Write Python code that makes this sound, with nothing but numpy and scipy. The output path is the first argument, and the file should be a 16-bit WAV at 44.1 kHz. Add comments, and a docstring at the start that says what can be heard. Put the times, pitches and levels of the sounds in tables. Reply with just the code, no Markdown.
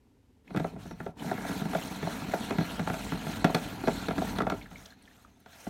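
"""Hollow plastic knocks come first: a washing machine's detergent drawer bumps its housing as a hand
works it to and fro in a small room. It judders going in askew and rumbles on its runners, and each
stroke has a gritty, rushing scrape of plastic sticking and slipping on plastic. Pulled right out,
the drawer settles with light ticks and a faint squeak, then scrapes again."""
import sys
import numpy as np
from scipy import signal
from scipy.fft import rfft, irfft, next_fast_len
from scipy.io import wavfile
from scipy.ndimage import uniform_filter1d

SR = 44100
rng = np.random.default_rng(int(sys.argv[2]) if len(sys.argv) > 2 else 0)


def waveform_to_disk(signal):
    """Save audio, clipped to [-1, 1], as 16-bit WAV at the path in sys.argv[1]."""
    frames = np.transpose(np.atleast_2d(signal))
    scaled = np.clip(frames, -1, 1) * 32767
    samples = np.round(scaled).astype(np.int16)
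    wavfile.write(sys.argv[1], SR, samples)


N = 250929
TIME = np.arange(N) / SR

# drawer hits on the housing: (time [s], strength [dB], pitch of the spot [Hz], treble loss [dB/octave])
KNOCKS = [(0.504, -47, 146, 14), (0.546, -37, 159, 18), (0.561, -37, 159, 7.5), (0.571, -37.5, 149, 6.5),
          (0.597, -36, 124, 10.5), (0.643, -35, 525, 17), (0.734, -50.5, 200.0, 39), (0.761, -50, 314, 19),
          (0.855, -45.5, 236, 28), (0.909, -46, 160.0, 9.5), (1.001, -42.0, 131, 18),
          (1.063, -39.5, 480.0, 15.5), (1.245, -39, 213, 39), (1.313, -34.5, 680, 18),
          (1.382, -45.5, 300.0, 20), (1.448, -41.5, 620.0, 13.0), (1.49, -41.5, 270.0, 12),
          (1.512, -43.5, 253, 7), (1.616, -39.5, 134, 19), (1.652, -42, 160.0, 8),
          (1.732, -38.5, 131, 10.5), (1.748, -32.5, 630, 9.5), (2.026, -38.5, 134, 9.5),
          (2.069, -34, 567, 25), (2.218, -43.5, 170.0, 10), (2.336, -33, 654, 15), (2.506, -34.5, 337, 7),
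          (2.583, -33.5, 161, 8.0), (2.607, -38, 130.0, 8), (2.793, -34.5, 160.0, 9), (2.872, -35, 970, 10),
          (2.898, -34, 123, 9), (2.936, -41.5, 720.0, 15), (3.119, -37, 236, 8), (3.267, -40, 125, 8),
          (3.443, -24.5, 413, 6.5), (3.496, -36, 700.0, 24), (3.545, -30.5, 296, 2.5),
          (3.561, -36.5, 640.0, 19), (3.836, -39, 358, 15.0), (3.872, -32, 358, 10.5),
          (3.88, -31.5, 530, 9.5), (4.083, -34.5, 295, 7), (4.107, -38, 640.0, 9),
          (4.179, -33.5, 285.0, 10.5), (4.216, -36, 630, 17.0), (4.333, -46.5, 210.0, 26),
          (4.384, -35.5, 327, 6.0), (4.404, -37, 410.0, 10.5), (4.417, -38, 324, 6), (4.467, -34, 710, 13),
          (4.498, -36.5, 910, 4.5), (4.519, -33.0, 396, 15), (4.712, -52.5, 150.0, 6),
          (5.459, -56, 900.0, 7), (5.667, -41, 243, 19)]
# body resonances of drawer and housing: (pitch [Hz], width [Hz], relative level [dB])
DRAWER_MODES = [(107, 89, -6.5), (162.9, 13.8, -1), (184, 15.7, 0), (239.8, 23, -4), (295.6, 34.6, -4),
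                (390.5, 53.5, -5), (454, 96, -7.5), (565.7, 14.3, -12.5), (657, 38.4, -3.5),
                (745.6, 48, -3.5), (888, 58, -6), (1186, 110, -10), (1364, 73, -3), (1670, 120, -6),
                (1980, 70, -7.5), (2207, 99, -9.5), (2519, 81, -9), (3460, 570, -4.5), (4240, 250, -9.5),
                (5850, 1200, -8), (7200, 1800, -14), (9040, 1600, -12.5), (12400, 1500, -10.5)]
# pushes and pulls of the hand: (start [s], end [s], hiss level [dB], rasp level [dB])
STROKES = [(0.465, 0.54, -71.5, -63.5), (0.534, 0.74, -62, -56), (0.773, 0.946, -63.5, -56.5),
           (0.97, 1.102, -64.5, -58.5), (1.187, 1.377, -52.5, -47.5), (1.358, 1.688, -50.5, -44.5),
           (1.687, 1.993, -49.5, -43.5), (1.975, 2.276, -51, -43.5), (2.26, 2.557, -50.5, -42.5),
           (2.557, 2.846, -52, -43.5), (2.837, 3.183, -51, -44), (3.17, 3.455, -51.5, -43.5),
           (3.457, 3.796, -52.5, -44.5), (3.783, 4.12, -51.5, -44.5), (4.132, 4.408, -51, -44),
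           (4.417, 4.67, -61, -57), (4.678, 4.936, -62, -57), (4.965, 5.315, -69.5, -65),
           (5.323, 5.486, -76, -70.5), (5.488, 5.81, -58.5, -55)]
# EQ of the coarse layer of the scrape: (frequency [Hz], gain [dB])
RASP_EQ = [(400, -4.5), (700, -0.5), (1050, -6.5), (1400, -2), (1900, -4.5), (2500, -5.5), (2950, -6.5),
           (3300, -5.5), (3700, -6), (4200, -4.5), (4800, -17), (6000, -33)]
# EQ of the fine layer of the scrape: (frequency [Hz], gain [dB])
HISS_EQ = [(3500, -12), (4900, -3), (5600, 1), (6500, 1), (7600, -2), (9300, -2.5), (10400, -6.5),
           (11200, -4), (12200, -4), (13500, -6.5), (16000, -9.5)]
# weight on the runners, easing as the drawer comes out: (time [s], upper gain [dB], deep gain [dB])
RUMBLE_FADERS = [(0.44, -71, -72), (0.56, -48, -45), (0.85, -56, -43.5), (1.15, -53, -49),
                 (1.22, -39.5, -46.5), (2.2, -40.5, -43.5), (2.6, -39, -39.5), (3.7, -42.5, -40.5),
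                 (4.45, -37.5, -35.5), (4.68, -53, -44), (4.95, -63, -60.5), (5.69, -67, -64)]
# EQ of the bumps on the runners: (frequency [Hz], gain [dB])
RUMBLE_EQ = [(25, -28), (35, -15), (48, 6), (70, -4), (100, 3.5), (140, -5), (190, 2), (260, 6),
             (350, -22.5), (520, -14.5), (700, -12), (950, -7), (1500, -36.5)]
# sharp snaps on the harder knocks, and light ticks of the pulled-out drawer:
# (time [s], relative peak [dB], pitch [Hz])
SNAPS_AND_TICKS = [(0.477, -41, 2190), (1.002, -30, 1530), (1.195, -37, 2920), (2.028, -29.5, 1800),
                   (3.445, -19, 3100), (3.547, -21, 3880), (4.386, -29, 3500), (4.404, -15.5, 1254),
                   (4.473, -31, 1480), (4.6127, -36, 2290), (4.625, -42, 3500), (4.658, -39, 1550),
                   (4.757, -35, 2200), (4.856, -38, 3400), (4.859, -38, 5570), (4.904, -44.5, 4170),
                   (4.922, -43, 1670), (5.024, -47.5, 9200), (5.0544, -47, 3200), (5.0758, -44, 1800),
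                   (5.111, -49, 1710), (5.248, -40.5, 1270), (5.402, -55, 12500)]
# thin squeaks of a runner: (time [s], length [s], starting pitch [Hz], level [dB])
SQUEAKS = [(0.84, 0.13, 5900, -61), (5.05, 0.52, 6840, -76)]
# EQ of the room's steady background: (frequency [Hz], gain [dB])
ROOM_TONE_EQ = [(15, -41), (25, -9), (80, 4), (206, -15.5), (256, 3), (301, -11.5), (416, -9.5), (575, -18),
                (677, -30), (1100, -27), (2220, -28), (5000, -34), (10700, -38.5), (14000, -40),
                (16000, -52.5)]


def knocks(chatter_s=0.003826, snap_s=0.004, settle_s=0.029, hard_hz=3800, level_db=-2, size=8192):
    """Loose plastic strikes its housing and chatters briefly, ringing each mode at its own strength."""
    times, t = np.array(KNOCKS)[:, 0], np.arange(size) / SR
    hits = 0
    for k, (hz, width, mode_db) in enumerate(DRAWER_MODES):
        contact_s = snap_s if hz > hard_hz else chatter_s
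        chatter = t / contact_s * np.exp(1 - 2 * t / contact_s)
        settling = from_db(-19) * np.exp(-t / settle_s)
        force = (chatter + settling) * rng.standard_normal((len(times), size))
        if hz < hard_hz:   # the blunt main strike misses the top modes
            force[:, round(contact_s * SR / 2)] += from_db(18) * (-1) ** k
        ring = resonate(butter(force, 2 * hz, "low"), hz, width)
        ring /= np.sqrt(np.sum(ring ** 2, axis=1, keepdims=True) / (0.023 * SR))   # as 23 ms at rms 1
        scatter_db = 1.5 * rng.standard_normal(len(times))
        hits = hits + ring * from_db(level_db + mode_db + blow_db(hz) + scatter_db)[:, None]
    return butter(place(times, hits), 54, "high")   # a small drawer radiates little bass


def blow_db(hz, spot_octaves=0.58, dull_from_hz=1570, dull_to_hz=8040):
    """Each blow's drive on one mode: strongest near the pitch of its spot, duller when it lands soft."""
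    _, strength_db, spot_hz, softness = np.transpose(KNOCKS)
    octaves = np.log2(hz / spot_hz)
    spot_db = 7 * np.exp(-.5 * (octaves / spot_octaves) ** 2)
    bass_loss_db = 2.5 * np.maximum(-octaves, 0)   # lower modes are harder to excite
    treble_loss_db = softness * np.log2(np.hypot(1, min(hz, dull_to_hz) / dull_from_hz))
    return strength_db + spot_db - bass_loss_db - treble_loss_db


def runners(crossover_hz=124):
    """The sliding drawer catches on its rails in many soft bumps, which rumble and ring its low modes."""
    times, upper_db, deep_db = np.transpose(RUMBLE_FADERS)
    bumps = slips(per_s=110, spread_db=3) + from_db(-6) * rng.standard_normal(N)
    body = rms_one(butter(hollow(bumps, below_hz=830), [125, 520], "band"))
    rumble = from_db(1) * rms_one(colour(bumps, RUMBLE_EQ) + from_db(-3.5) * body)
    upper = from_db(np.interp(TIME, times, upper_db)) * butter(rumble, crossover_hz, "high", order=3)
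    deep = from_db(np.interp(TIME, times, deep_db)) * butter(rumble, crossover_hz, "low", order=3)
    return upper + deep


def scrape(flutter_db=1.18):
    """Plastic rubs on plastic: a hollow rasp under a finer hiss, fluttering with the hand's speed."""
    _, _, hiss_db, rasp_db = np.transpose(STROKES)
    flutter = from_db(flutter_db * drift(50))
    coarse = friction(band_hz=(450, 5500), decay_s=0.0038, smooth_db=4.5, patchy_db=3, per_band=600)
    catches = colour(slips(per_s=1400, spread_db=1), RASP_EQ)
    rasp = rms_one(colour(coarse, RASP_EQ) + from_db(-3.5) * hollow(catches, below_hz=2900))
    fine = friction(band_hz=(3600, 16200), decay_s=0.0017, smooth_db=1.5, patchy_db=2, per_band=900)
    hiss = colour(fine, HISS_EQ)
    return flutter * (hand_strokes(rasp_db, turn_db=-3) * rasp + hand_strokes(hiss_db, turn_db=-7) * hiss)


def friction(band_hz, decay_s, smooth_db, patchy_db, per_band, bands=14, size=512):
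    """Tiny contacts stick, slip and ring over a smooth noise bed; the grip wanders from band to band."""
    edges, t = np.geomspace(*band_hz, bands + 1), np.arange(size) / SR
    out = 0
    for low, high in zip(edges, edges[1:]):
        when, pitch, strength = rng.random((3, per_band, 1))
        hz = low + pitch * (high - low)
        rings = from_db(10.7 * strength ** 3) * np.sin(2 * np.pi * hz * t) * np.exp(-t / decay_s)
        positions = (when * N).astype(int) + np.arange(size)
        grains = rms_one(np.bincount(positions.ravel(), rings.ravel(), N)[:N])
        bed = rms_one(butter(rng.standard_normal(N), [low, high], "band"))
        grip = from_db(patchy_db * drift(14.4))
        out = out + np.sqrt(high - low) * grip * (grains + from_db(smooth_db) * bed)
    return out


def hand_strokes(levels_db, turn_db, grip_s=0.066):
    """Envelope of a scrape layer: each stroke speeds up and slows along a half sine, dipping at turns."""
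    gain = np.zeros(N)
    for (start, end, *_), db in zip(STROKES, levels_db):
        phase = (TIME - start) / (end - start)
        during = (phase >= 0) & (phase < 1)
        speed = np.sin(np.pi * phase[during])
        gain[during] = from_db(db + turn_db * (1 - speed))
    return uniform_filter1d(gain, round(grip_s * SR))   # the hand takes up and eases its pressure


def judder(start_s=1.205, end_s=1.56, level_db=-44.5):
    """The drawer goes in askew: quick stick and slip swells and fades, ringing its middle modes."""
    swell = np.sin(np.pi * np.clip((TIME - start_s) / (end_s - start_s), 0, 1))
    body = hollow(slips(per_s=480, spread_db=6), below_hz=2400)
    return from_db(level_db) * swell * rms_one(butter(body, 750, "high"))


def slips(per_s, spread_db):
    """Sticking plastic lets go in tiny random clicks of uneven size; rms 1."""
    at = np.flatnonzero(rng.random(N) < per_s / SR)
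    sizes = from_db(spread_db * np.minimum(rng.exponential(1, len(at)), 3))
    out = np.zeros(N)
    out[at] = sizes * rng.choice([-1, 1], len(at))
    return rms_one(out) + 1e-18


def hollow(force, below_hz):
    """The drawer's boxy body: a force rings its modes below a given pitch; rms 1."""
    return rms_one(sum(from_db(db) * (-1) ** k * resonate(force, hz, width)
                       for k, (hz, width, db) in enumerate(DRAWER_MODES) if hz < below_hz))


def snaps_and_ticks(trim_db=-3):
    """Sharp snaps on the harder knocks, and light ticks of the pulled-out drawer."""
    clicks = [from_db(db + trim_db) * tick(hz, decay_s=0.0047) for _, db, hz in SNAPS_AND_TICKS]
    return place(np.array(SNAPS_AND_TICKS)[:, 0], np.array(clicks))


def tick(hz, decay_s, relative_width=0.28, size=2048):
    """One brief contact: a noise burst narrowed to a short, bright ring; peak 1."""
    ring = rng.standard_normal(size) * np.exp(-np.arange(size) / SR / decay_s)
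    for _ in range(2):
        ring = resonate(ring, hz, relative_width * hz)
    return ring / np.abs(ring).max()


def squeaks(sag_hz_per_s=1800, wander_hz=170):
    """The creeping drawer draws thin, unsteady squeaks from a runner, each sinking in pitch."""
    out = np.zeros(N)
    for start, length, hz, db in SQUEAKS:
        age = np.clip(TIME - start, 0, length)
        pitch = hz - sag_hz_per_s * age + wander_hz * drift(49)
        envelope = from_db(db) * np.sin(np.pi * age / length) * drift(120)
        out += envelope * np.sin(2 * np.pi * np.cumsum(pitch) / SR)
    return out


def grit(start_s=4.9, end_s=5.42, peak_db=-89, spread_db=15, fade_db_per_s=13, count=64):
    """Fine grains crackle very faintly and die away as the drawer hangs on its last bit of rail."""
    when, pitch, strength = rng.random((count, 3)).T
    after_s = when * (end_s - start_s)
    gains = from_db(peak_db - fade_db_per_s * after_s - spread_db * (1 - strength ** 2))
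    pitches_hz = 4860 * 2 ** (1.4 * pitch)
    cracks = [gain * tick(hz, decay_s=0.0013) for gain, hz in zip(gains, pitches_hz)]
    return place(start_s + after_s, np.array(cracks))


def room(x, t60_s=0.13, wall_hz=4500, wet_db=-12, first_echo_s=0.0077):
    """Close walls add a short, dull tail."""
    t = TIME[:SR // 2]
    envelope = from_db(-60 * t / t60_s) * np.clip(t / first_echo_s - 1, 0, 1)
    echoes = butter(rng.standard_normal(len(t)) * envelope, wall_hz, "low")
    echoes /= np.sqrt(np.sum(echoes ** 2) * SR / 2 / wall_hz)
    return x + from_db(wet_db) * signal.fftconvolve(x, echoes)[:N]


def room_tone(level_db=-64):
    """A low, steady hush fills the room."""
    return from_db(level_db) * colour(rng.standard_normal(N), ROOM_TONE_EQ)


def from_db(db):
    """Decibels to gain."""
    return 10 ** (np.asarray(db) / 20)


def rms_one(x):
    """Scale to rms 1."""
    return x / np.sqrt(np.mean(x ** 2) + 1e-20)


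def butter(x, hz, kind, order=2):
    """Causal Butterworth filter."""
    return signal.sosfilt(signal.butter(order, np.clip(hz, 10, .47 * SR), kind, fs=SR, output="sos"), x)


def resonate(x, hz, width):
    """One resonance, gain 1 at its peak."""
    r = np.exp(-np.pi * width / SR)
    feedback = [1, -2 * r * np.cos(2 * np.pi * hz / SR), r * r]
    return signal.lfilter(np.array([1, 0, -1]) * (1 - r * r) / 2, feedback, x)


def drift(rate_hz, hop=40, run_in=2000):
    """Smooth random modulation of spread 1."""
    r = np.exp(-2 * np.pi * rate_hz * hop / SR)
    noise = rng.standard_normal(N // hop + run_in + 2)
    slow = signal.lfilter([1], [1, -2 * r, r * r], noise)[run_in:]
    return np.interp(np.arange(N) / hop, np.arange(len(slow)), rms_one(slow))


def colour(x, eq):
    """Shape a noise with an EQ curve that drops 60 dB in the octave beyond each end; rms 1."""
    hz, db = np.transpose(eq)
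    size = next_fast_len(N)
    octaves = np.log2(np.arange(size // 2 + 1) * SR / size + 1)
    curve_db = np.interp(octaves, np.log2(np.r_[hz[0] / 2, hz, hz[-1] * 2]),
                         np.r_[db[0] - 60, db, db[-1] - 60])
    return rms_one(irfft(rfft(x, size) * from_db(curve_db), size)[:N])


def place(times, sounds):
    """Lay short sounds on the timeline."""
    out = np.zeros(N + 2 * sounds.shape[1])
    for s, sound in zip(times, sounds):
        start = max(round(s * SR), 0)
        out[start:start + len(sound)] += sound
    return out[:N]


def scene():
    """The drawer close up in mono over the room tone; only the short contacts get the reverb."""
    background = room_tone()
    contacts = room(knocks() + snaps_and_ticks() + grit())
    sliding = runners() + scrape() + judder() + squeaks()
    return (contacts + sliding + background)[None]


def record(dry, cutoff_hz=15900):
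    """A steep low-pass takes the very top off the mix."""
    return signal.sosfilt(signal.ellip(12, .1, 80, cutoff_hz, fs=SR, output="sos"), dry)


dry = scene()
out = record(dry)
waveform_to_disk(out)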